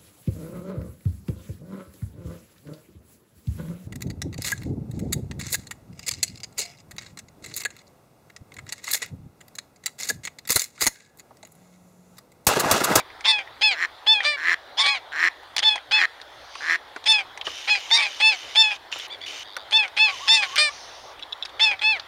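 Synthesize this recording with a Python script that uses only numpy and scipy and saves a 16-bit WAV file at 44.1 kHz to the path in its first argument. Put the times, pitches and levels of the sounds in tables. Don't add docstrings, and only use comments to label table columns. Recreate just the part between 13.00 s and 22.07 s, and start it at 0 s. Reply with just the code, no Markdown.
import sys
import numpy as np
from scipy import signal
from scipy.io import wavfile
from scipy.ndimage import uniform_filter1d

SR = 44100
rng = np.random.default_rng(int(sys.argv[2]) if len(sys.argv) > 2 else 0)


def boost_factor(decibels):
    exponent = np.asarray(decibels, float) / 20
    return 10 ** exponent


def log_audio(samples):
    frames = np.atleast_2d(samples).T
    limited = np.clip(frames, -1, 1)
    pcm = np.round(limited * 32767).astype(np.int16)
    wavfile.write(sys.argv[1], SR, pcm)


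N = 399987

# (time [s], level [dB])
WASH_COLOUR = [(30, -36), (42, -17), (60, -4.5), (120, -7.5), (200, -14), (310, -9), (500, -4.5), (800, 0),
               (1250, -4), (2000, -6), (2600, -16.5), (3500, -5), (5000, -19), (6500, -28), (15700, -35.5)]
WASH_LEVEL = [(0, -45.5), (2.299, -46.5), (4.499, -45), (6.801, -45), (9.07, -45)]
# (start [s], upper throat resonance [dB], lower one [dB], top pitch [Hz], pitch peaks after [s])
HONKS = [(-.14, 1, -15, 895, 0.068), (0.246, -14.5, -18.5, 887.7, 0.04), (0.616, -8.5, -18.5, 870, 0.036),
         (1.068, -12, -19, 884.3, 0.0407), (1.776, -15, -39, 892, 0.043), (1.856, -11.5, -29, 846, 0.061),
         (2.626, -11.5, -25.5, 880, 0.034), (2.915, -9, -19.5, 871, 0.05), (4.06, -12.5, -16, 888, 0.053),
         (4.679, -9.5, -20.5, 849, 0.025), (4.908, -10.5, -41, 941.5, 0.1), (4.99, -15.5, -25, 854, 0.028),
         (5.203, -9.5, -14, 885, 0.069), (5.554, -11, -15, 892, 0.059), (6.723, -13.5, -15, 889.3, 0.055),
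         (6.97, -9.5, -15.5, 875, 0.062), (7.279, -12, -10.5, 900.6, 0.065),
         (8.598, -14.5, -14, 887, 0.036), (8.817, -14.5, -18, 875, 0.076)]
THIN_HONKS = [(0.252, -28, -39, 1085, 0.02), (1.782, -13, -34, 1150, 0.0697),
              (4.955, -44, -30.5, 1165, 0.035), (6.098, -34, -53, 1197, 0.0264),
              (6.207, -28, -55, 1213, 0.031)]
# (from [s], until [s], stutter left in [0-1], brightness [dB], voice breaks after [s])
HONK_CLEAR = [(-.11, -0.036, 0, -5, 0.13), (0.279, 0.381, 0.08, -9, 0.073),
              (0.634, 0.708, 0.14, -4, 0.0023), (1.078, 1.204, 0.03, -7.5, 0.072),
              (1.782, 1.826, 0.45, -2, 0.051), (1.879, 1.945, 0.1, -7.5, 0.013),
              (2.649, 2.757, 0.17, -8.5, 0.069), (2.931, 3.009, .12, -6.5, 0.001),
              (4.087, 4.182, 0.15, 1, 0.067), (4.705, 4.744, 0.06, -5.5, 0.00058),
              (4.92, 4.972, 0.04, 1.5, 0.067), (5.025, 5.049, 0.4, -5.5, 0.0036),
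              (5.223, 5.313, 0.07, -3.5, 0.0014), (5.572, 5.705, 0.05, -2, 0.072),
              (6.738, 6.826, 0.05, -9, 0.055), (6.998, 7.077, 0, -7.5, 0.0011),
              (7.295, 7.42, 0.05, 1.5, 0.08), (8.611, 8.709, 0.17, -4, 0.055),
              (8.842, 8.951, 0, -9.5, 0.0026)]
THIN_CLEAR = [(0.257, 0.311, 0.59, 8, 0.0042), (1.805, 1.926, 0.2, -12, 0.026),
              (4.976, 5.01, 0.31, -37, .01), (6.108, 6.12, 0.28, -15, .1), (6.231, 6.21, 0.86, -11, .1)]
# (pitch lost [share/s], top held [ms], effort peaks after [ms], stuttering end [dB])
HONK_BENDS = [(1.3, 2, 32, -5.5), (0.79, 9.2, 50, 1.5), (2.8, 4.7, 31, 0), (.95, 4.5, 41, -2),
              (3.6, 7.1, 67, 0), (3.3, 1.1, 44, 2), (0.37, 2, 65, -7.5), (3.1, 3.1, 31, -1),
              (1.1, 4.6, 57, 0), (1.3, 2.8, 43, -6), (1.4, 2, 7.3, 4.5), (0.88, 1.6, 25, -0.5),
              (2.6, 6.3, 64, -4.5), (0.55, 3, 48, 3), (1.8, 2.9, 43, -1.5), (2.1, 3.3, 54, -3),
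              (1.4, 4.5, 23, 2.5), (1.1, 6.8, 33, 0), (4.5, 12, 59, -6)]
THIN_BENDS = [(1.2, 2.2, 11, -1.7), (0.48, 20, 89, -2.2), (0.95, 7.9, 36, -1.4), (1.4, 1, 29, -0.25),
              (1.9, 1, 66, -0.22)]
# (frequency [Hz], level [dB])
THROAT_LOW = [(600, -32.5), (870, -32), (1750, -35.5)]
THROAT_LOWER = [(2350, 11.5), (2650, -1.5), (3000, -14.5)]
THROAT_UPPER = [(3500, 0)]
THROAT_CLOSING = [(4400, -13)]
THROAT_TOP = [(5200, -13), (6100, -32.5), (7100, -27.5), (7900, -36.5), (8800, -30), (9700, -47),
              (10500, -56), (14000, -63)]
# (from [s], until [s], depth [0-1])
DOUBLING = [(.255, .325, .4), (1.79, 1.9, .5), (4.935, 4.985, .55), (4.99, 5.05, .6), (7.315, 7.38, .4),
            (7.42, 7.47, .6)]
SIDE_ABOVE_DB = [-20.5, -6.5, -53.5, -5, -4.5, -12.5, -35.5, -24.5, -24, -27.5]
SIDE_BELOW_DB = [-26, -50.5, -12, -13.5, -9, -10, -35, -32.5, -37, -23]
# (time [s], peak [dB], ring [Hz], treble [dB])
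TICKS = [(0.103, -27.5, 1920, -50), (0.209, -24.5, 2170, -18), (0.475, -30, 1840, -43),
         (0.567, -38, 1820, -22), (1.205, -11.5, 2360, -33), (2.433, -30.5, 895, -20),
         (2.758, -15.5, 815, -18), (2.779, -20, 2030, -26), (3.201, -29, 1650, -23),
         (3.216, -22, 3860, -23), (3.555, -19.5, 1110, -22), (3.963, -20.5, 1670, -16.5),
         (4.042, -21.5, 3860, 0), (4.376, -19, 2000, -16), (4.413, -13.5, 3080, -31),
         (4.469, -11, 2970, -29), (5.926, -11, 2930, -40), (5.999, -15, 3200, -23),
         (6.567, -12.5, 1480, -16), (6.711, -18, 3520, -5), (6.88, -22.5, 3680, -5),
         (7.559, -8.5, 2340, -6.5), (8.195, -28.5, 2860, -21), (8.452, -19, 4760, -32),
         (8.457, -18, 3750, -17), (8.494, -28, 3680, -17), (8.793, -21.5, 3450, -45),
         (8.998, -15.5, 3640, -71),
         (2.566, -3, 4830, -12),
    (2.569, -15.5, 4020, -36),
    (2.582, -3, 3550, -5),
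    (2.592, -4.5, 4700, -11),
    (2.601, -14, 3430, -51),
]
# (frequency [Hz], level [dB per Hz])
TICK_COLOUR = [(240, -59.5), (400, -55.5), (739, 4.5), (1100, 1), (2270, 6), (3650, -1), (6150, -4.5),
               (7750, -16.5), (8490, -7.5), (15700, -53)]
# (time [s], peak
# [dB], ring [Hz])
SNAPS = [
    (.208, -27, 2100),
    (1.2048, -2.5, 1900),
    (1.322, -17, 1900),
    (1.332, -20, 2000),
    (1.3765, -23, 1750),
    (1.4495, -11, 1850),
    (1.4555, -9, 1900),
    (1.4595, -11, 1850),
    (1.541, -10, 1900),
    (2.214, -6, 1850),
]
# (start [s], length [s], level [dB], middle of the strong-weak beats [s])
RASPS = [
    (0.741, 0.12, -24.5, .85),
    (1.367, .18, -21, 1.496),
    (2.116, 0.172, -20, 2.229),
    (2.913, .145, -21.5, 3.016),
    (3.603, 0.16, -21.5, 3.71),
]
# (frequency [Hz], width [Hz], level [dB])
RASP_THROAT = [(1818, 315, 3), (1282, 87, -11), (2205, 130, -22)]
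RASP_BILL = [(3060, 1300, -12.5), (4070, 270, -15), (5310, 830, -18.5), (6800, 700, -25.5),
             (7100, 270, -38), (8800, 630, -50.5)]
# (start [s], length [s], level [dB], top pitch [Hz], brightness [dB])
DEEP_HONKS = [
    (1.246, 0.12, -17.5, 596.5, -6.5),
    (7.578, 0.12, -14.5, 606, -2),
]
# (multiple, level [dB])
DEEP_TONES = [(1, -18), (2, -16), (3, -9.5), (4, -2), (5, -15.5), (6, -6), (7, -5.5), (8, -3.5), (9, -11),
              (10, -18), (11, -34.5), (12, -15.5), (13, -19), (14, -8), (15, -15.5), (16, -20.5)]
# (time [s], pitch [Hz], level [dB])
TRILL = [
    [(2.03, 3740, -66), (2.056, 3599, -82), (2.13, 3630, -60)],
    [(2.3, 3685, -73), (2.338, 3760, -70), (2.55, 3450, -85)],
    [(6.44, 3650, -46.5), (6.6, 3660, -43.5), (6.645, 3800, -51)],
]
# (time [s], peak [dB])
SPARKS = [
    (2.565, -27),
    (5.989, -35.5),
    (6.083, -41),
    (6.186, -53.5),
    (6.395, -41),
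    (6.568, -31),
    (7.56, -22.5),
]
# (time [s], level [dB])
HISSES = [
    [(3.22, -75), (3.634, -47.5), (3.78, -54.5)],
    [(7.6, -48.5), (7.824, -50.5), (8.15, -59.5)],
]
# (frequency [Hz], level [dB per Hz])
HISS_COLOUR = [(1180, -56), (2000, -5), (2980, -2.5), (4060, -1), (6050, 0.5), (7790, -26), (8950, -14),
               (14000, -47.5)]
# (time [s], peak [dB])
THUMPS = [
    (3.962, -26.5),
    (4.472, -19.5),
    (5.958, -25),
    (6.568, -26),
]
# (time [s], level [dB])
ZOOM_RUNS = [
    [(4.44, -52.5), (4.55, -53.5), (5.78, -56.5)],
    [(5.915, -50.5), (6.07, -55.5)],
    [(6.26, -52), (6.435, -54.5)],
    [(6.96, -57.5), (7.15, -53.5), (7.66, -56)],
]
# (frequency [Hz], level [dB per Hz])
GEAR_COLOUR = [(180, -44), (300, -9.5), (425, -50), (810, -37.5), (880, -40), (925, -19), (2420, 1),
               (2900, -4.5), (4690, -5), (6210, -4.5), (7830, -18), (8650, -19.5), (15700, -39.5)]
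# (frequency [Hz], width [Hz], level [dB])
WHINES = [(3020, 420, 0), (3550, 400, -5), (5800, 700, -20), (11700, 700, -32), (14600, 600, -36)]
# (time [s], pitch [Hz], level [dB])
FAR_CRIES = [
    [(7.06, 930, -53), (7.076, 1133, -34.5), (7.136, 1089, -39), (7.17, 930, -46)],
    [(7.2, 930, -39), (7.232, 1138, -38), (7.254, 1168, -39.5), (7.31, 930, -39)],
    [(7.4, 941, -48), (7.412, 1140, -38), (7.516, 1048, -45), (7.56, 1167, -30)],
    [(7.58, 1193, -39), (7.652, 1208, -53), (7.692, 1124, -40), (7.72, 1207, -41)],
]
# (time [s], peak [dB])
BUTTON_CLICKS = [
    (8.226, -17.5),
    (8.233, -21),
    (8.325, -20.5),
    (8.3297, -15),
    (8.426, -14.5),
    (8.433, -18.5),
]
# (frequency [Hz], level [dB], time to die by 60 dB [s])
BUTTON_MODES = [(3450, -1.5, 0.02), (3860, -5, 0.022), (2640, -21, 0.043), (5300, -13.5, 0.0091),
                (7050, -31, .02)]
# (frequency [Hz], width [Hz], share removed [0-1])
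NOTCHES = [(7860, 330, 0.95), (195.4, 140, 0.83)]


def evened(x):
    return x / np.sqrt(np.mean(x ** 2) + 1e-20)


def add(mix, s, sound):
    part = mix[round(s * SR):][:len(sound)]
    part += sound[:len(part)]


def unroll(rows):
    s, *columns = np.transpose(rows)
    t = np.arange(s[0], s[-1], 1 / SR)
    return t, *(np.interp(t, s, c) for c in columns)


def resonate(x, hz, width_hz):
    turn = np.exp(2j * np.pi * np.cumsum(hz * np.ones(len(x))) / SR)
    r = np.exp(-np.pi * width_hz / SR)
    return 2 * (turn * signal.lfilter([1 - r], [1, -r], x / turn)).real


def resonate_twice(x, hz, width_hz):
    return resonate(resonate(x, hz, width_hz), hz, width_hz)


def wander(n, hz, size=16000):
    slow = signal.lfilter(*signal.butter(2, hz, fs=SR), rng.standard_normal(size))
    return evened(slow[4000:])[:n]


def noise(colour, patchy_db, size):
    hz = np.fft.rfftfreq(1024, 1 / SR)
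    f, db = np.transpose(colour)
    a, b, patches = rng.standard_normal((size // 256 + 5, 513, 3)).T
    patches = uniform_filter1d(patches, size=10, axis=0)
    patches = evened(uniform_filter1d(patches, size=12, axis=1))
    colour_db = np.interp(np.log(hz + 1), np.log(f), db)[:, None]
    z = (a + 1j * b) * boost_factor(colour_db + patchy_db * patches)
    return evened(signal.istft(z, nperseg=1024, noverlap=768)[1][:size])


def outdoor_wash():
    level = boost_factor(np.interp(np.arange(N) / SR, *np.transpose(WASH_LEVEL)))
    hum = evened(resonate(rng.standard_normal(N), 61, 2.2))
    return level * noise(WASH_COLOUR, 2.2, size=N) + boost_factor(-70) * hum


def phrase(call, clear, bend, steep):
    start, upper_db, lower_db, top_hz, top_s = call
    begin, stop, break_s = clear[0] - start, clear[1] - start, clear[4]
    sag_per_s, hold_ms, peak_ms, end_db = bend
    lead_s, tail_s, swell_s = .006, 0.056, .014
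    t = np.arange(max(-start, -lead_s), stop + tail_s, 1 / SR)
    late = break_s > .04
    tail = np.maximum((t - stop) / tail_s, 0)

    round_s = 0.0228
    rise = .085 * np.exp(-t / (0.306 * top_s))
    sag = sag_per_s * (np.hypot(np.maximum(t - top_s - hold_ms / 1000, 0), round_s) - round_s)
    drop = late * 0.0205 * np.clip((t - break_s) / 0.006 + 0.077, 0, 1)
    hz = top_hz * (1 - steep * (rise + sag) - drop - .045 * tail)

    onset_db = -14 * np.maximum(1 - (t + lead_s) / .012, 0)
    swell_db = -5 * np.clip((begin - t) / swell_s + .5, 0, 1)
    off_peak = (t - peak_ms / 1000) / 0.031
    arch_db = -4 * off_peak ** 2 / (1 + abs(off_peak))
    wilt_db = -5 * np.clip((t - stop) / 0.018 + 1, 0, 1) * np.clip((stop - t) / 0.0027 + 1, 0, 1)
    die_db = end_db * np.clip((t - stop) / 0.0033, 0, 1) - 28 * tail ** 2.65
    effort_db = onset_db + swell_db + arch_db + wilt_db + die_db

    crack_s = .005
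    crack_db = late * -8 * np.exp(-((t - break_s - crack_s) / crack_s) ** 2)
    break_db = -7 * np.clip((t - break_s) / 0.008, 0, 1)
    upper_db = upper_db + crack_db + break_db - 50.5 * np.maximum(t - break_s, 0)
    waiting = np.clip((break_s + 0.018 * (break_s > .02) - t) / .045, 0, 1)
    lower_db = lower_db - 12 * waiting * np.clip((t - begin) / swell_s + 1, 0, 1)
    both_db = 10 * np.log10(boost_factor(2 * upper_db) + boost_factor(2 * lower_db))
    return start + t, both_db + effort_db, hz, upper_db - both_db


def throat_colour(t, call, clear, effort_db, share_db, low_db, open_db):
    stop, bright_db = clear[1], clear[3]
    share_db = np.minimum(share_db, 0)
    after_break = t - call[0] - clear[4]
    upper_db = effort_db + share_db
    lower_db = effort_db + 10 * np.log10(np.maximum(1 - boost_factor(2 * share_db), .006))
    shut = np.clip((after_break - .025) / 0.0054, 0, 1)
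    closing_db = effort_db + open_db + np.where(clear[4] > .02, -1.0 - 11 * shut, 1.5)
    end_db = np.clip((t - stop) / 0.0065, 0, 1)
    dull_db = (clear[4] > .04) * 133.5 * np.maximum(after_break, 0)
    top_db = 0.45 * effort_db + 0.26 * upper_db + bright_db + end_db - dull_db
    zones = [(THROAT_LOW, 0.54 * (effort_db + 15.0) + low_db),
             (THROAT_LOWER, lower_db), (THROAT_UPPER, upper_db),
             (THROAT_CLOSING, closing_db), (THROAT_TOP, top_db)]
    return zip(*[(f, db + level_db) for points, level_db in zones for f, db in points])


def honk(call, clear, bend, flutter_hz, wobble, low_db=0, steep=1, open_db=0, doubled=1):
    t, effort_db, hz, share_db = phrase(call, clear, bend, steep)
    n, (start, stop, left) = len(t), clear[:3]
    stutter = np.interp(t, [start - .008, start, stop, stop + 0.0076], [.9, left, left, .8])
    stutter = np.clip(stutter, 0, 1)
    wild = 1 - .25 * (t > stop)
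    flutter = flutter_hz * (1.4 - 0.22 * stutter) * (1 + 0.194 * wild * wander(n, 77))
    cycle = np.cumsum(flutter) / SR + rng.random()
    gate = evened(0.15 + boost_factor(1.8 * wander(n, 60)) * np.sin(np.pi * (cycle % 1) ** 0.43) ** 1.98)

    hz = uniform_filter1d(hz, size=500, mode="nearest")
    shake = 0.0045 * wander(n, 54) + wobble * wild * stutter * wander(n, 280)
    turns = np.cumsum(hz * (1 + shake)) / SR
    f, colour_db = throat_colour(t, call, clear, effort_db, share_db, low_db, open_db)
    voice = np.zeros(n)
    for k in range(1, 16):
        place = np.interp(k * 0.9892 * hz.max(), f, np.arange(len(f)))
        below = min(int(place), len(f) - 2)
        db = colour_db[below] + (place - below) * (colour_db[below + 1] - colour_db[below])
        db = db + np.clip(1.2 * (k - 3.5), 0, 4) * wander(n, 12) * (k > 5)
        voice += boost_factor(db) * np.cos(2 * np.pi * (k * turns + rng.random())) * (k * hz < 15000)

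    half = doubled * sum(np.interp(t, [a - .008, a + 0.027, b - .008, b + 0.0058], [0, depth, depth, 0])
                         for a, b, depth in DOUBLING)
    second = np.cumsum(243 * (1 + .015 * wander(n, 40))) / SR
    sides = np.zeros(n)
    for k, (above_db, below_db) in enumerate(zip(SIDE_ABOVE_DB, SIDE_BELOW_DB), start=1):
        sides += boost_factor(above_db) * np.cos(2 * np.pi * (k * turns + second + k ** 2 / 7))
        sides += boost_factor(below_db) * np.cos(2 * np.pi * (k * turns - second))
    voice = voice * (1 + .3 * half * np.cos(2 * np.pi * second)) + half * boost_factor(effort_db) * sides

    air = noise(TICK_COLOUR, 3, size=11000)[:n]
    breath = boost_factor(effort_db - 13.5) * (wild * stutter + 0.053) * (air + 5 * stutter * resonate(air, 2045, 250))
    grit = half * boost_factor(effort_db - 18) * evened(resonate_twice(air, 9030, 1100))
    sound = np.sqrt(2) * voice + breath + grit
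    return t[0], sound * (1 - stutter + stutter * gate) * signal.windows.tukey(n, .05)


def shore(x):
    t = np.arange(13000) / SR
    hits = rng.choice([-1., 1.], len(t)) * (rng.random(len(t)) < 2000 / SR)
    taps = hits * boost_factor(-60 * t / 0.31) * (t > .004)
    return signal.fftconvolve(x, taps / np.linalg.norm(taps))[:N]


def tick(s, db, hz, treble_db):
    t = np.arange(1300) / SR
    crack = noise(TICK_COLOUR, 2.9, size=1300)
    dull = signal.sosfilt(signal.butter(3, 5000, fs=SR, output="sos"), crack)
    ring = evened(resonate(crack, hz, 290))
    crack = dull + 2.0 * ring + boost_factor(treble_db + 22.0) * (crack - dull)
    crack = crack * boost_factor(-60 * t / 0.032) * np.minimum(t / 0.00031, 1)
    return s - .001, boost_factor(db - 4.0) * crack / abs(crack).max()


def snap(s, db, hz):
    t = np.arange(600) / SR
    return s, boost_factor(db - 60 * t / 0.014) * np.sin(2 * np.pi * hz * t) * np.minimum(t / 0.0023, 1)


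def rasp(start, length, top_db, limp_s):
    t, db = unroll([(start, -17), (start + 0.7 * length, 0), (start + length, -1.5)])
    db, n = db + top_db, len(t)
    opening = np.minimum((t - start) / length / 0.52, 1)
    hz = 135 + 42 * np.sqrt((t - start) / length)
    cycle = np.cumsum(hz * (1 + .06 * wander(n, 80))) / SR
    cycle = cycle - np.interp(limp_s - .001, t, cycle)
    beats, between = (np.diff(np.floor(cycle + late), prepend=np.floor(cycle[0] + late)) for late in (0, .5))
    limp_db = 4.5 * np.exp(-((t - limp_s) / .03) ** 2) * (-1) ** np.floor(cycle)
    strength = boost_factor(1.2 * wander(n, 120) + limp_db)
    pulses = beats * strength + .3 * between * boost_factor(3 * wander(n, 120))
    puffs = (.12 + np.exp(-(cycle % 1) / .3)) * rng.standard_normal(9000)[:n]
    drive = evened(pulses) + .5 * puffs

    shut = 1 - 0.14 * (1 - opening)
    sway = 1 + .035 * wander(n, 90)
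    throat, bill = np.zeros(n), np.zeros(n)
    for f, width_hz, g in RASP_THROAT:
        ring = resonate(drive, f * shut * sway, width_hz)
        throat += boost_factor(g) * evened(resonate_twice(ring, f * shut, 1500))
    for f, width_hz, g in RASP_BILL:
        bill += boost_factor(g + 2.0 * wander(n, 60)) * evened(resonate_twice(puffs + 0.3 * drive, f, width_hz))
    chest = boost_factor(-27.5) * evened(resonate(resonate(drive, 2 * hz, 110), 2 * hz, 160))
    edges = np.clip(np.minimum(t - start, t[-1] - t) / .003, 0, 1)
    return t[0], boost_factor(db - 0.5) * (throat + bill + chest) * edges


def deep_honk(start, length, db, top_hz, bright_db):
    t = np.arange(-.018, length, 1 / SR)
    n, along = len(t), np.maximum(t / length, 0)
    hz = top_hz * (1 - .05 * ((along - .38) / 0.52) ** 2)
    turns = np.cumsum(hz * (1 + 0.0024 * wander(n, 70))) / SR
    tones = np.zeros(n)
    for k, g in DEEP_TONES:
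        upper_db = (k > 5) * (bright_db * (k - 4) / 4 - 8.5 * along ** 2)
        tones += boost_factor(g + 1.3 * wander(n, 19) + upper_db) * np.cos(2 * np.pi * (k * turns + 0.11 * k ** 2 / 16))
    air = noise(TICK_COLOUR, 3, size=11000)[:n]
    air = evened(resonate(air, 3700, 1300) + 0.67 * resonate(air, 2300, 340))
    air = air * (0.19 + np.cos(np.pi * 165 * t) ** 2)
    husk = boost_factor(-3 - 3.5 * (t < 0)) * np.exp(-np.maximum(t / 0.03, 0) ** 2) * air
    edges = np.clip(t / 0.0038, 0, 1) * np.clip((length - t) / 0.0058, 0, 1)
    fade = boost_factor(-10 * ((along - .2) / 0.8) ** 2)
    return start + t[0], boost_factor(db) * (fade * edges * tones + husk * signal.windows.tukey(n, .05))


def thin_tone(rows, throb_hz, depth, blur, side=0, sharp=1.3):
    t, hz, db = unroll(rows)
    n = len(t)
    turn = 2 * np.pi * np.cumsum(hz * (1 + blur * wander(n, 120, size=30000))) / SR
    tone = np.cos(turn) + side * np.cos(1.27 * turn)
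    beat = 2 * np.pi * np.cumsum(throb_hz * (1 + 0.071 * wander(n, 22, size=30000))) / SR
    throb = (1 + depth * np.cos(beat)) ** sharp
    return t[0], boost_factor(db) * evened(tone * throb) * signal.windows.tukey(n, .15)


def spark(s, db):
    t = np.arange(300) / SR
    band = signal.butter(2, [8500, 14500], "bandpass", fs=SR, output="sos")
    return s - .001, boost_factor(db - 60 * t / 0.014) * signal.sosfilt(band, rng.standard_normal(300))


def hiss(rows):
    t, db = unroll(rows)
    air = noise(HISS_COLOUR, 2.8, size=30000)[:len(t)]
    return t[0], boost_factor(db + 6.0) * air * signal.windows.tukey(len(t), .1)


def thump(s, db):
    t = np.arange(2200) / SR
    band = signal.butter(2, [300, 1500], "bandpass", fs=SR, output="sos")
    scuff = signal.sosfilt(band, rng.standard_normal(2200))
    scuff = scuff * boost_factor(-60 * t / 0.057) * np.minimum(t / 0.0029, 1)
    return s, boost_factor(db) * scuff / abs(scuff).max()


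def zoom(rows):
    t, db = unroll(rows)
    white = rng.standard_normal(66000)
    whine = sum(boost_factor(g) * evened(resonate_twice(white, f, width_hz)) for f, width_hz, g in WHINES)
    grind = noise(GEAR_COLOUR, 2, size=66000)
    gears = (grind + whine) * boost_factor(2 * wander(66000, 280, size=70000))
    return t[0], boost_factor(db + 13.0) * gears[:len(t)] * signal.windows.tukey(len(t), .03)


def button(s, db):
    t = np.arange(2200) / SR
    ring = sum(boost_factor(g - 60 * t / t60) * np.sin(2 * np.pi * (f * t + rng.random())) for f, g, t60 in BUTTON_MODES)
    return s - .001, boost_factor(db) * ring / abs(ring).max() * np.minimum(t / 0.00081, 1)


def scene():
    birds, camera = np.zeros(N), np.zeros(N)
    for call, clear, bend in zip(HONKS, HONK_CLEAR, HONK_BENDS):
        add(birds, *honk(call, clear, bend, flutter_hz=174.5, wobble=0.046))
    thin = list(zip(THIN_HONKS, THIN_CLEAR, THIN_BENDS))
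    for row in thin[:3]:
        add(birds, *honk(*row, flutter_hz=132.3, wobble=0.043, low_db=7.5, steep=2.1, doubled=0))
    for row in thin[3:]:
        add(birds, *honk(*row, flutter_hz=84, wobble=0.032, low_db=-23, steep=2.1, open_db=7))
    for row in TICKS:
        add(camera, *tick(*row))
    for row in SNAPS:
        add(birds, *snap(*row))
    for row in RASPS:
        add(birds, *rasp(*row))
    for row in DEEP_HONKS:
        add(birds, *deep_honk(*row))
    for rows in TRILL:
        add(birds, *thin_tone(rows, throb_hz=102, depth=.98, blur=.03, side=.5, sharp=7))
    for row in SPARKS:
        add(camera, *spark(*row))
    for rows in HISSES:
        add(birds, *hiss(rows))
    for row in THUMPS:
        add(camera, *thump(*row))
    for rows in ZOOM_RUNS:
        add(camera, *zoom(rows))
    for rows in FAR_CRIES:
        add(birds, *thin_tone(rows, throb_hz=26.9, depth=0.23, blur=0.025))
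    for row in BUTTON_CLICKS:
        add(camera, *button(*row))
    return (birds + boost_factor(-24) * shore(birds) + camera + outdoor_wash())[None]


def top_cut(x):
    return signal.sosfilt(signal.butter(12, 16000, fs=SR, output="sos"), x)


def record(dry):
    x = dry[0]
    for hz, width_hz, share in NOTCHES:
        x = x - min(share, 1) * resonate(x, hz, width_hz)
    x = x / (1 + abs(x / .68) ** 6) ** (1 / 6)
    return top_cut(x[None])


dry = scene()
out = record(dry)
log_audio(out)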